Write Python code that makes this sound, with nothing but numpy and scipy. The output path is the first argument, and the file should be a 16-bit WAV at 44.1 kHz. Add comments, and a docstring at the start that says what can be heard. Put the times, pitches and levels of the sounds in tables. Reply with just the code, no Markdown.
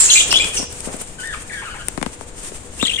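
"""Budgerigars in a wire cage

In a small, live room, one close bird chirps, with high, buzzing strands above its notes, and another warbles
further off: gliding, buzzing tones. Wings flutter and feathers rustle (shaped noise) as the birds change perches,
with short bright bursts (brief noisy rings) in the flutter. Knocks on the cage wires beside the left microphone
arrive as quick downward sweeps, because treble travels faster along a wire. Behind it all lie a steady murmur
of air (noise) and a faint hum (a sine)."""
import sys
import numpy as np
from scipy import signal
from scipy.fft import rfft, irfft, next_fast_len
from scipy.io import wavfile
from scipy.ndimage import map_coordinates

SR = 44100
rng = np.random.default_rng(int(sys.argv[2]) if len(sys.argv) > 2 else 0)


def waveform_to_disk(signal):
    """Save audio, clipped to [-1, 1], as 16-bit WAV at the path in sys.argv[1]."""
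    frames = np.transpose(np.atleast_2d(signal))
    scaled = np.clip(frames, -1, 1) * 32767
    samples = np.round(scaled).astype(np.int16)
    wavfile.write(sys.argv[1], SR, samples)


N = 132300  # length of the scene in samples (3 s)


def chirps():
    """Whistled and buzzing notes from the close bird, with overtones that its beak favours."""
    # the notes: t/s, length/s, start f/Hz, middle f/Hz, end f/Hz, level/dB, buzz as a share of the pitch
    chirp_notes = [(.086, 0.02, 2650, 2740, 2820, -21.5, 0.039), (.095, 0.013, 4340, 4100, 3800, -14, .02),
                   (.1, 0.026, 3693, 3114, 3060, -12.5, 0.053), (.128, 0.022, 3256, 3536, 3360, -18.5, .17),
                   (.153, 0.033, 2376, 2437, 2450, -13.5, 0.058),
                   (.165, 0.042, 3364, 3100, 2565, -18, 0.22),
                   (.202, 0.016, 2640, 3240, 3300, -12.5, 0.089),
                   (.313, 0.0158, 2724, 2894, 2490, -14, 0.057), (.337, 0.017, 3110, 3060, 3000, -9, 0.072),
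                   (.355, 0.025, 3246, 3367, 3370, -9.5, 0.022),
                   (.381, 0.011, 2740, 3360, 3370, -18.5, 0.22),
                   (.396, 0.03, 2233, 2455, 2436, -15.5, 0.048),
                   (.421, 0.0054, 3140, 3180, 3200, -11, 0.045),
                   (.567, 0.012, 3230, 2890, 2540, -22.5, 0.059),
                   (2.796, 0.025, 2690, 2760, 2920, -27, 0.068),
                   (2.811, 0.037, 3300, 3696, 3665, -22, 0.049),
                   (2.849, .016, 3800, 3230, 2950, -16, 0.047), (2.862, 0.024, 2007, 2026, 2630, -30, .08),
                   (2.865, 0.013, 3590, 3670, 3430, -21.5, 0.15),
                   (2.878, 0.012, 3460, 3196, 3170, -17.5, .025),
                   (2.893, 0.014, 2680, 2850, 3000, -18, 0.047),
                   (2.908, 0.018, 2570, 2530, 2820, -24, 0.076),
                   (2.932, 0.02, 3000, 3200, 3180, -20.5, 0.044),
                   (2.957, 0.014, 3020, 3360, 3280, -21.5, 0.043),
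                   (2.976, 0.029, 1960, 2210, 1970, -31, 0.11), (2.985, 0.016, 2920, 2860, 2900, -20, .02)]
    # strength of an overtone by its pitch: f/Hz, level against the note/dB
    chirp_overtones = [(6300, -23), (7300, -4), (8300, -14.5), (9500, -28.5), (11000, -28)]
    # the bird's place, positive to the left: t/s, left-right level/dB
    chirp_place = [(0, 6), (.6, 4), (2.8, 9), (3, 12)]
    voice, _ = syrinx(chirp_notes, buzz_hz=340, jitter=.35, jitter_hz=1300, overtones=chirp_overtones)
    return amp(1) * placed(voice, voice, curve(chirp_place), wet_db=-3)


def high_strands():
    """High, buzzing strands, several of them overtones of the close bird's chirps, with a little rasp of noise."""
    # the strands: t/s, length/s, start f/Hz, middle f/Hz, end f/Hz, level/dB, buzz as a share of the pitch
    strand_notes = [(0, .013, 7700, 7610, 7920, -4.5, 0.051), (.015, 0.056, 7980, 7110, 6810, -15, 0.072),
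                    (.104, 0.051, 6605, 6740, 7670, -10.5, 0.059),
                    (.104, 0.021, 8700, 9450, 9200, -22, 0.052),
                    (.162, 0.012, 7180, 7680, 7660, -11.5, 0.027),
                    (.178, 0.03, 7700, 6800, 6280, -16, 0.105),
                    (.305, 0.0145, 4220, 5035, 5760, -15, 0.075),
                    (.564, .026, 6130, 5690, 5200, -21, 0.085),
                    (.569, 0.016, 8200, 8280, 7320, -24.5, 0.043)]
    # tone colour of the rasp: f/Hz, level/dB
    rasp_spectrum = [(1000, -10), (2000, -7), (3200, -1), (5600, 7.5), (7200, 9), (9300, 9), (11000, -0.5)]
    voice, effort = syrinx(strand_notes, buzz_hz=430, jitter=.4, jitter_hz=1500)
    rasp = amp(-6) * effort * noise(rasp_spectrum)[0]
    # the room receives more rasp than the direct path
    return placed(voice + rasp / 2, voice + rasp, side_db=-1.5, wet_db=0)


def warble():
    """The further bird's lower, softer chatter, made slightly reedy by overtones."""
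    # the notes: t/s, length/s, start f/Hz, middle f/Hz, end f/Hz, level/dB, buzz as a share of the pitch
    warble_notes = [(1.185, 0.063, 1577, 1468, 1665, -33.5, .01),
                    (1.232, 0.089, 1694, 1838, 1596, -29.5, 0.038),
                    (1.325, 0.025, 1633, 1474, 960, -27, 0.092),
                    (1.495, 0.032, 2360, 1707, 1840, -31, 0.058),
                    (1.528, .017, 2070, 2274, 2150, -29.5, 0.02),
                    (1.525, 0.089, 1936, 1653, 1652, -30, 0.064),
                    (1.615, 0.033, 1640, 853, 1430, -35, 0.091),
                    (1.648, 0.0447, 1495, 1356, 1185, -33, 0.076),
                    (1.695, 0.051, 1393, 1495, 1300, -35, 0.064), (1.738, 0.041, 1294, 798, 1235, -39, .08),
                    (1.782, 0.047, 1660, 1400, 1580, -35, 0.074)]
    # strength of an overtone by its pitch: f/Hz, level against the note/dB
    warble_overtones = [(2000, 1), (2950, -6), (3700, -18), (4500, -14), (5400, -34)]
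    voice, _ = syrinx(warble_notes, buzz_hz=190, jitter=.5, jitter_hz=900, overtones=warble_overtones)
    echoes = room(voice, early_db=-8, early_t60=.06)
    return voice * pan(6) + amp(-4) * echoes


def syrinx(notes, buzz_hz, jitter, jitter_hz, overtones=None):
    """The bird's voice organ: notes glide through three pitches while a fast, uneven buzz swings pitch and level.

    Returns the voice and its envelope."""
    voice, effort = np.zeros(N), np.zeros(N)
    uneven_hz = buzz_hz * (1 + .15 * wobble(90))
    swing = np.sin(2 * np.pi * np.cumsum(uneven_hz) / SR)
    tremble = jitter * wobble(jitter_hz)
    for s, length, start, middle, end, db, buzz in notes:
        t = np.arange(int(length * SR)) / SR
        u = t / length  # progress through the note, 0 to 1
        i = (np.arange(len(t)) + int(s * SR)) % N
        bend = (2 * middle - start - end) * 2 * u * (1 - u)  # carries the glide through the middle pitch
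        hz = start + (end - start) * u + bend
        buzzing_hz = hz * (1 + buzz * (swing[i] + tremble[i]))
        phase = 2 * np.pi * np.cumsum(buzzing_hz) / SR
        fade = np.clip(np.minimum(t, length - t) / .003, 0, 1)  # 3 ms ramps at both ends
        envelope = amp(db + 25 * buzz * swing[i]) * fade
        tone = np.sin(phase)
        if overtones is not None:
            for k in range(2, 5):
                tone = tone + amp(along(overtones, k * hz)) * np.sin(k * phase)
        add(voice, s, np.sqrt(2) * envelope * tone)
        add(effort, s, envelope)
    return voice, effort


def knocks():
    """Each knock runs along a wire, treble first, with a brief rattle and the dull ring of the cage frame."""
    # the knocks: t/s, level/dB, treble lift or cut/dB
    knock_list = [(.326, -14, 10), (0.444, -21.5, 7), (0.594, -5.5, -45), (.625, -5.5, -29),
                  (0.871, -6.5, -46), (0.884, -7, -43), (.94, -10.5, -52), (1.011, -16, -15),
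                  (1.8829, -12.5, -11.5), (1.9753, -5, -19), (1.9818, -14.5, -20), (2.013, -6.5, -21),
                  (2.0267, -4, -12.5), (2.0616, -2.5, -18.5), (2.209, -12, -19.5), (2.518, -13, -25),
                  (2.8263, 2, -18.5)]
    # tone colour of the wire: f/Hz, level/dB
    wire_colour = [(60, -36), (150, 0.5), (280, 3.5), (600, -1), (1300, 1.5), (3000, 0.5), (5000, -4.5),
                   (8500, -0.5), (14000, -23)]
    travel_s = .0026  # travel time at 1 kHz, longer for lower pitches
    frame_hz, frame_t60_s, frame_db = 280.5, 0.03, -39.5
    size = 4096
    hz, t = np.fft.rfftfreq(size, 1 / SR), np.arange(size) / SR
    travel = np.exp(-2j * np.pi * 2 * travel_s * np.sqrt(1000 * hz))  # delay shrinks as 1 / sqrt(hz)
    treble_share = along([(500, 0.05), (3000, 1)], hz)
    track = np.zeros(N)
    for s, db, treble_db in knock_list:
        rattle = amp(-22) * rng.standard_normal(size) * amp(-60 * t / .025)
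        frame = amp(frame_db - 60 * t / frame_t60_s) * np.sin(2 * np.pi * frame_hz * t)
        contact = rattle + frame
        contact[0] += 1  # the blow itself is a single click
        colour = amp(along(wire_colour, hz) + treble_db * treble_share)
        add(track, s, amp(db + 15.5) * irfft(rfft(contact) * colour * travel))
    return track * pan(23.9) + amp(-5) * room(track, early_db=-3, early_t60=.09)


def bright_bursts():
    """Short bright bursts of flutter, and the sharp click of one wire knock: noisy rings that die at once."""
    # the bursts: t/s, level/dB, left-right level/dB
    burst_list = [(.724, -28.5, 0), (.806, -22, 14.5), (.964, -31, -0.5), (1.014, -22.5, -0.5),
                  (1.273, -21.5, 4), (1.421, -24.5, 3.5), (1.8846, -12, 19)]
    ring_hz, ring_t60_s, attack_s = 8550, 0.0025, 0.000066
    track, far = np.zeros((2, N)), np.zeros(N)
    t = np.arange(SR // 50) / SR
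    for s, db, pan_db in burst_list:
        ring = np.sin(2 * np.pi * ring_hz * t) + 0.5 * rng.standard_normal(len(t))
        envelope = amp(db + 10.5 - 60 * t / ring_t60_s) * (1 - np.exp(-t / attack_s))
        ring = envelope * ring
        add(track, s, ring * pan(pan_db))
        add(far, s, ring * amp(-2 * pan_db))  # the further left, the less goes to the room
    return track + amp(9.0) * room(far, early_db=10, early_t60=0.022)


def wings():
    """Flurries of soft puffs: noise that swells gently with each wingbeat."""
    # the flurries: t/s, length/s, level/dB
    flurries = [(0.196, 0.343, -27.5), (0.541, 0.12, -30), (0.83, .16, -31)]
    # tone colour of the moving air: f/Hz, level/dB
    wing_spectrum = [(60, -1.5), (200, -11), (500, -5), (1200, -12.5), (3000, -22.5), (8000, -46)]
    beat_hz = 21.2
    track = np.zeros(N)
    for s, length, db in flurries:
        t = np.arange(int(length * SR)) / SR
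        puffs = amp(db + 2.6 * np.sin(2 * np.pi * beat_hz * t))
        swell = np.sqrt(abs(np.sin(np.pi * t / length)))
        add(track, s, puffs * swell)
    return track * noise(wing_spectrum) * pan(1.3)


def feathers():
    """A fine rustle of plumage: noise made grainy by fast and slower random swings in level."""
    # how strongly the feathers rustle: t/s, level/dB
    rustle_level = [(0, -15.5), (.3, -25), (.5, -23.5), (.6, -20), (.68, -40), (.73, -28), (.78, -33),
                    (1.02, -31.5), (1.13, -39.5), (1.27, -32), (1.4, -34), (1.87, -38), (2.34, -40.5),
                    (2.45, -26.5), (2.53, -30.5), (2.68, -41.5), (2.8, -29), (3, -33.5)]
    # tone colour of the rustle: f/Hz, level/dB
    plumage_spectrum = [(880, -12), (1500, -7.5), (2840, -7), (4180, -11), (5430, -8), (8650, 2),
                        (10800, -14), (15200, -19.5)]
    grain = unit(amp(0.43 * wobble(400) + 3.15 * wobble(39.8)))
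    return amp(curve(rustle_level)) * grain * noise(plumage_spectrum) * pan(0.57)


def murmur():
    """The room's murmur of air: almost steady noise, strongest in the bass."""
    # tone colour of the air: f/Hz, level/dB
    air_spectrum = [(20, 6), (59, 4), (132, -3), (486, -7.5), (900, -13.5), (1560, -18), (3680, -23.5),
                    (5430, -32), (7370, -13.5), (9460, -48), (15200, -80)]
    return amp(-34.5 + 0.2 * wobble(5.65)) * noise(air_spectrum) * pan(4.15)


def faint_hum():
    """A 490 Hz sine whose level and phase drift at random."""
    phase = 2 * np.pi * 490 * np.arange(N) / SR + wobble(8)
    return amp(-45 + 3.3 * wobble(0.95)) * np.sin(phase)


def placed(direct, scattered, side_db, wet_db):
    """A bird in the room: the nearer it is to the left microphone, the drier it sounds."""
    echoes = room(scattered * amp(-side_db / 2), early_db=-5, early_t60=.04)
    return direct * pan(side_db) + amp(wet_db) * echoes


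def room(x, early_db, early_t60):
    """Dense early echoes from the cage and pots plus the room's tail, as noise that dies away."""
    # how long the tail takes to fall by 60 dB: f/Hz, time/s
    tail_times = [(200, 0.033), (2500, 0.54), (8000, 0.34), (14000, 0.022)]
    hz, t, z = signal.stft(rng.standard_normal((2, SR // 2)), SR, nperseg=256)
    late = amp(-60 * t / along(tail_times, hz)[:, None])
    early = amp(early_db - 60 * t / early_t60)
    tail = signal.istft(z * (late + early), SR, nperseg=256)[1]
    tail = tail / np.linalg.norm(tail[0])
    tail = np.pad(tail, ((0, 0), (SR // 700, 0)))  # echoes start about 1.4 ms late
    return signal.fftconvolve(x[None], tail, axes=1)[:, :N]


def noise(spectrum):
    """Stereo noise of rms 1, alike in the bass and almost unrelated in the treble."""
    # how alike left and right are, 1 being identical: f/Hz, likeness
    likeness = [(30, 1), (150, 0.88), (500, 0.68), (1500, 0.062), (6000, 0.022)]

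    def response(hz):
        turn = np.arccos(np.clip(along(likeness, hz), -1, 1)) / 2
        return amp(along(spectrum, hz)) * [np.cos(turn), np.sin(turn)]

    mid, side = filtered(rng.standard_normal((2, N)), response)
    return unit(np.array([mid + side, mid - side]))


def amp(db):
    """Decibels to gain."""
    return 10 ** (np.asarray(db) / 20)


def unit(x):
    """Scale to rms 1."""
    return x / np.sqrt(np.mean(x ** 2) + 1e-20)


def along(points, hz):
    """Read a value at hz from (f/Hz, value) points on a log axis."""
    f, v = np.transpose(points)
    return np.interp(np.log(hz + 1), np.log(f + 1), v)


def curve(points):
    """Turn (t/s, value) points into one value per sample."""
    return np.interp(np.arange(N) / SR, *np.transpose(points))


def wobble(rate):
    """A smooth random curve with rate knots a second."""
    knots = rng.standard_normal(N // 8)
    return map_coordinates(knots, [np.arange(N) * rate / SR], mode='wrap')


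def filtered(x, response):
    """Shape the spectrum of x by a function of frequency."""
    m = next_fast_len(N + SR // 2)
    return irfft(rfft(x, m) * response(np.fft.rfftfreq(m, 1 / SR)), m)[..., :N]


def pan(db):
    """Left and right gains for a level difference, positive to the left."""
    return amp(np.array([[.5], [-.5]]) * db)


def add(track, s, x):
    """Mix x into the track at time s in seconds."""
    i = int(np.clip(round(s * SR), 0, N - 1))
    track[..., i:i + x.shape[-1]] += x[..., :N - i]


def scene():
    """Birds and cage over air and hum, all reaching the left microphone slightly before the right."""
    voices = chirps() + high_strands() + warble()
    movement = knocks() + bright_bursts() + wings() + feathers()
    background = murmur() + faint_hum()
    lead_s = 0.00011
    sides = np.array([[1], [-1]])  # left early by half the lead, right late by half
    return filtered(voices + movement + background, lambda hz: np.exp(1j * np.pi * hz * lead_s * sides))


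def record(dry):
    """The two microphones dull the treble unequally, the loudest peaks clip, and the band ends steeply."""
    # difference between the microphones, the right one duller at the top: f/Hz, left-right level/dB
    mic_difference = [(5500, 1), (7200, -5.5), (8900, 9.5), (14000, 0.5)]
    top_hz = 15400

    def colour(hz):
        treble = along([(9500, -3), (11000, -10.5), (15000, -8.5)], hz)
        return amp(treble) * pan(along(mic_difference, hz))

    clipped = np.clip(filtered(dry, colour), -1, 1)
    return filtered(clipped, lambda hz: hz < top_hz)


dry = scene()
out = record(dry)
waveform_to_disk(out)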